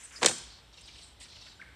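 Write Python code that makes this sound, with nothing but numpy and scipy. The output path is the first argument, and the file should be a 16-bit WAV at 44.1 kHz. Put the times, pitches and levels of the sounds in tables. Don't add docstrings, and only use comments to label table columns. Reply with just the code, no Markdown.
import sys
import numpy as np
from scipy import signal
from scipy.io import wavfile
from scipy.ndimage import uniform_filter1d

SR = 44100
rng = np.random.default_rng(int(sys.argv[2]) if len(sys.argv) > 2 else 0)


def transcribe(u):
    v = np.clip(np.atleast_2d(u).T, -1, 1)
    q = np.round(v * 32767).astype(np.int16)
    wavfile.write(sys.argv[1], SR, q)


def linear_from_db(decibels):
    return 10 ** (np.asarray(decibels, float) / 20)


N = 77175


def at_hz(points, hz):
    table = np.array(points)
    return np.interp(np.log(hz), np.log(table[:, 0]), table[:, 1])


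def rms_one(x):
    return x / np.sqrt(np.mean(x ** 2) + 1e-20)


def butter(x, order, hz, kind):
    return signal.sosfilt(signal.butter(order, hz, kind, fs=SR, output="sos"), x)


def resonance(x, hz, width_hz):
    r = np.exp(-np.pi * width_hz / SR)
    top = np.array([1, 0, -1]) * (1 - r * r) / 2
    bottom = [1, -2 * r * np.cos(2 * np.pi * hz / SR), r * r]
    return signal.lfilter(top, bottom, x + 1e-18)


def noise_band(x, hz, width_hz):
    return resonance(resonance(x, hz, width_hz), hz, width_hz)


def bands(length):
    edges = 22 * 2 ** np.arange(0, 9.6, 0.5)
    white = rng.standard_normal((2, 2, length))
    for k, (low, high) in enumerate(zip(edges, edges[1:])):
        yield np.sqrt(low * high), butter(white[k % 2], 2, [low, high], "band")


def flutter(depth, smooth):
    return 1 + depth * rms_one(signal.lfilter([1], [1, -smooth], rng.standard_normal(N)))


def swell(s, length):
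    along = np.clip((np.arange(N) / SR - s) / length, 0, 1)
    return np.sin(np.pi * along) ** 0.49


def glide(s, length, start_hz, end_hz):
    along = np.clip((np.arange(N) / SR - s) / length, 0, 1)
    hz = start_hz * (end_hz / start_hz) ** along
    return swell(s, length) * np.sin(2 * np.pi * np.cumsum(hz) / SR)


# (t/s, length/s,
# level/dB, centre f/Hz, width/Hz)
SCUFF_PUFFS = [(-.05, 0.19, -51, 7000, 6030), (-.05, 0.17, -55, 1690, 2780), (0.035, 0.03, -45, 8200, 1220),
               (0.108, 0.12, -51.5, 1440, 2500), (0.121, 0.27, -49.5, 5500, 6900),
               (0.159, 0.03, -47.5, 4940, 810), (0.479, 0.14, -56, 4200, 1385),
               (0.181, 0.043, -56, 216, 200), (0.812, 0.31, -57, 4110, 1950),
               (1.274, 0.27, -55, 4070, 1910), (1.59, 0.18, -69, 196, 251), (0.81, 0.012, -53, 8260, 3000),
               (0.856, 0.023, -59, 8200, 1200), (.73, 0.37, -68, 7570, 2000), (0.958, 0.2, -62, 8200, 1520),
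               (1.027, 0.028, -59, 8090, 1480), (1.06, 0.032, -65, 8200, 950),
               (1.199, 0.048, -51.5, 7800, 3500), (1.202, 0.076, -51.5, 3760, 4000),
               (1.228, 0.016, -50, 7600, 1200), (1.239, 0.087, -63, 7800, 2000),
               (1.414, .12, -65, 7400, 1950), (1.491, 0.037, -63.5, 7400, 200),
               (1.55, 0.051, -69, 7180, 200)]


def scuffs():
    lean = 0.61
    grit = rng.standard_normal((2, N))
    t = np.arange(N) / SR
    out = np.zeros((2, N))
    for s, length, db, hz, width_hz in SCUFF_PUFFS:
        along = np.clip((t - s) / length, 0, 1)
        shape = np.sin(np.pi * along ** lean) ** 0.5
        out += linear_from_db(db) * shape * rms_one(noise_band(grit, hz, width_hz))
    return out


# (f/Hz, level/dB)
AIR_COLOUR = [(59, -36), (100, -8), (758, -12.5), (870, -11.5), (1100, -14), (2420, -16.5), (4200, -10.5),
              (5210, -31), (11000, -27.5), (14300, -55), (22000, -120)]


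def air():
    hiss = rms_one(sum(band * linear_from_db(at_hz(AIR_COLOUR, hz)) for hz, band in bands(N) if hz > 90))
    leaves = rms_one(noise_band(rng.standard_normal((2, N)), 8200, 1800))
    low = rng.standard_normal((2, N + SR))
    hum = rms_one(noise_band(low[0], 57, 25)[SR:])
    rumble = rms_one(noise_band(low[1], 92.1, 42)[SR:])
    return linear_from_db(-60.5) * hiss + linear_from_db(-74) * leaves + linear_from_db(-60) * hum + linear_from_db(-69) * rumble


# (t/s, clack level/dB, cloth thump level/dB, ring-down/s, brightness/dB per octave)
RIB_SLAPS = [(0.2137, -42.5, -35, 0.0023, -10), (0.2184, -43, -27, 0.013, 9), (0.224, -47, -30.5, 0.018, 5),
             (.2300, -14.5, -12.5, 0.0011, -4), (0.2318, -30.5, -18, 0.0013, 8.5),
             (0.2349, -20.5, -28.5, 0.002, -4), (.2460, -21, -18.5, 0.00204, 5),
             (.2490, -25, -18, 0.0035, -4.5), (.2600, -4, -17, 0.00036, 5), (.2617, -9.5, -14.5, .0015, 4),
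             (0.2633, -18.5, -31, 0.0049, 1), (0.2742, -27, -42, 0.0035, -10.5),
             (0.283, -26.5, -34, 0.0094, 4), (0.294, -46, -28, 0.0046, 3), (.311, -38.5, -29, 0.0046, 6),
             (0.382, -41, -68, 0.0034, 11)]
# (f/Hz, width/Hz, level/dB)
RIB_RINGS = [(1600, 550, -4.5), (2500, 540, 1), (3600, 900, 2), (5600, 2650, -3.5), (7260, 1210, 3.5),
             (8570, 2450, -6)]
# (f/Hz, width/Hz, level/dB)
CLOTH_RINGS = [(252, 89, -12.5), (328, 63, -5), (496, 104.5, -2), (784, 113, -4.5), (1124, 810, -12)]


def fan():
    first_knock = 2.4
    rattle = rng.standard_normal((2, N))
    since = np.arange(SR // 8) / SR
    out = np.zeros(N)
    for s, clack_db, thump_db, ring_s, tilt_db in RIB_SLAPS:
        i = int(s * SR)
        burst = np.exp(-since / ring_s) * rattle[:, i:i + len(since)]
        burst[:, 0] = -first_knock
        ribs, cloth = np.zeros((2, len(since)))
        for k, (hz, width_hz, db) in enumerate(RIB_RINGS):
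            bright_db = tilt_db * np.log2(hz / 4000)
            ribs += (-1) ** k * linear_from_db(db + bright_db) * resonance(burst[0], hz, width_hz)
        for k, (hz, width_hz, db) in enumerate(CLOTH_RINGS):
            cloth += (-1) ** k * linear_from_db(db) * resonance(burst[1], hz, width_hz)
        out[i:i + len(since)] += linear_from_db(clack_db + 7.5) * ribs + linear_from_db(thump_db + 18) * cloth
    return out


# (f/Hz, time to fall 60 dB/s)
WOOD_FADE = [(150, 0.52), (400, 0.21), (1000, 0.79), (2500, 0.77), (4300, 0.8), (7000, 0.48), (12000, 0.38)]
# (f/Hz, level/dB)
WOOD_TONE = [(150, 17.5), (500, -6), (1500, -4.5), (4000, -3), (8000, 2.5), (13000, 7.5)]


def wood_echo():
    build_s = 0.004
    t = np.arange(SR // 2 + SR // 4) / SR
    echo = np.zeros((2, len(t)))
    for hz, band in bands(len(t)):
        echo += band * linear_from_db(at_hz(WOOD_TONE, hz) - 60 * t / at_hz(WOOD_FADE, hz))
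    echo *= 1 - np.exp(-t / build_s)
    return echo / np.sqrt(np.sum(echo[0] ** 2))


# (t/s, level/dB, start f/Hz, end f/Hz)
TRILL_NOTES = [(.725, -53.5, 5600, 2590), (.765, -51, 5400, 2190), (0.787, -56, 4650, 3123),
               (0.832, -54.5, 5510, 3886), (.869, -49, 5500, 1984), (.928, -55.5, 5000, 3196),
               (0.944, -53, 3600, 2220), (0.976, -50.5, 4780, 1977), (1.01, -51.5, 4740, 3600),
               (1.035, -73, 4880, 3040), (1.198, -49.5, 4963, 1600), (1.238, -53.5, 5400, 1750),
               (1.283, -53, 4500, 3920), (1.311, -55, 5270, 2154), (1.346, -51.5, 5400, 1914),
               (1.386, -67, 4800, 3930), (1.405, -48, 4900, 3175), (1.451, -51, 5282, 1482),
               (1.475, -55, 5190, 3810), (1.505, -56, 5000, 3370)]


def trill():
    note_s, upper_hz, upper_db = 0.024, 5920, -9
    scatter_s, tail_s, tail_db = 0.008, 0.086, -16
    breath = flutter(0.86, 0.9)
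    t = np.arange(SR // 5) / SR
    fade = np.exp(-t / scatter_s) + linear_from_db(tail_db) * np.exp(-t / tail_s)
    leaves = rng.standard_normal((len(TRILL_NOTES), len(t))) * fade
    leaves /= np.sqrt(np.sum(leaves[0] ** 2))
    out = np.zeros(N + SR)
    for (s, db, start_hz, end_hz), leaf in zip(TRILL_NOTES, leaves):
        note = glide(s, note_s, start_hz, end_hz)
        note += linear_from_db(upper_db) * glide(s, note_s, upper_hz, 0.85 * upper_hz)
        i = int(s * SR)
        heard = signal.fftconvolve(linear_from_db(db) * (breath * note)[i:i + SR // 20], leaf)
        out[i:i + len(heard)] += heard
    return out[:N]


# (t/s, length/s, level/dB, start f/Hz, end f/Hz)
CLUCK_NOTES = [
    (1.594, 0.016, -45.5, 1450, 1640),
    (1.6134, 0.0079, -38.5, 2500, 1840),
    (1.6214, 0.0074, -40, 1850, 1520),
    (1.627, .01, -54, 1500, 970),
]


def clucks():
    out = np.zeros(N)
    for s, length, db, start_hz, end_hz in CLUCK_NOTES:
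        out += linear_from_db(db + 1) * swell(s, length) * glide(s, length, start_hz, end_hz)
    return flutter(0.26, 0.95) * out


def scene():
    snap, song, cluck = fan(), trill(), clucks()
    to_wood = linear_from_db(-9.5) * snap + linear_from_db(-3) * song + linear_from_db(2) * cluck
    echo = signal.fftconvolve(to_wood[None], wood_echo(), axes=1)[:, :N]
    mid, side = echo + scuffs() + air()
    mid = mid + snap + linear_from_db(0.5) * song + cluck
    side = linear_from_db(-9) * butter(side, 6, 5850, "high")
    return np.array([mid + side, mid - side])


def roll_off(x):
    return signal.sosfilt(signal.butter(12, 16380, fs=SR, output="sos"), x)


def record(dry):
    peak_top = 1.5
    mic = butter(dry, 3, 8580, "low")
    mic = butter(mic, 2, 40.2, "high")
    hiss = butter(rng.standard_normal((2, N)), 4, 7000, "high")
    self_hiss = hiss[0] + 0.5 * hiss[1] * [[1], [-1]]
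    mic = peak_top * np.tanh(mic / peak_top) + linear_from_db(-76.5) * self_hiss
    mic = signal.sosfilt(signal.ellip(10, 0.5, 70, 16200, fs=SR, output="sos"), mic)
    dull = signal.sosfiltfilt(signal.ellip(8, 0.3, 40, 14200, fs=SR, output="sos"), mic)
    leak = linear_from_db(6) * uniform_filter1d(np.abs(mic), size=128)
    return roll_off(dull + leak * (mic - dull))


dry = scene()
out = record(dry)
transcribe(out)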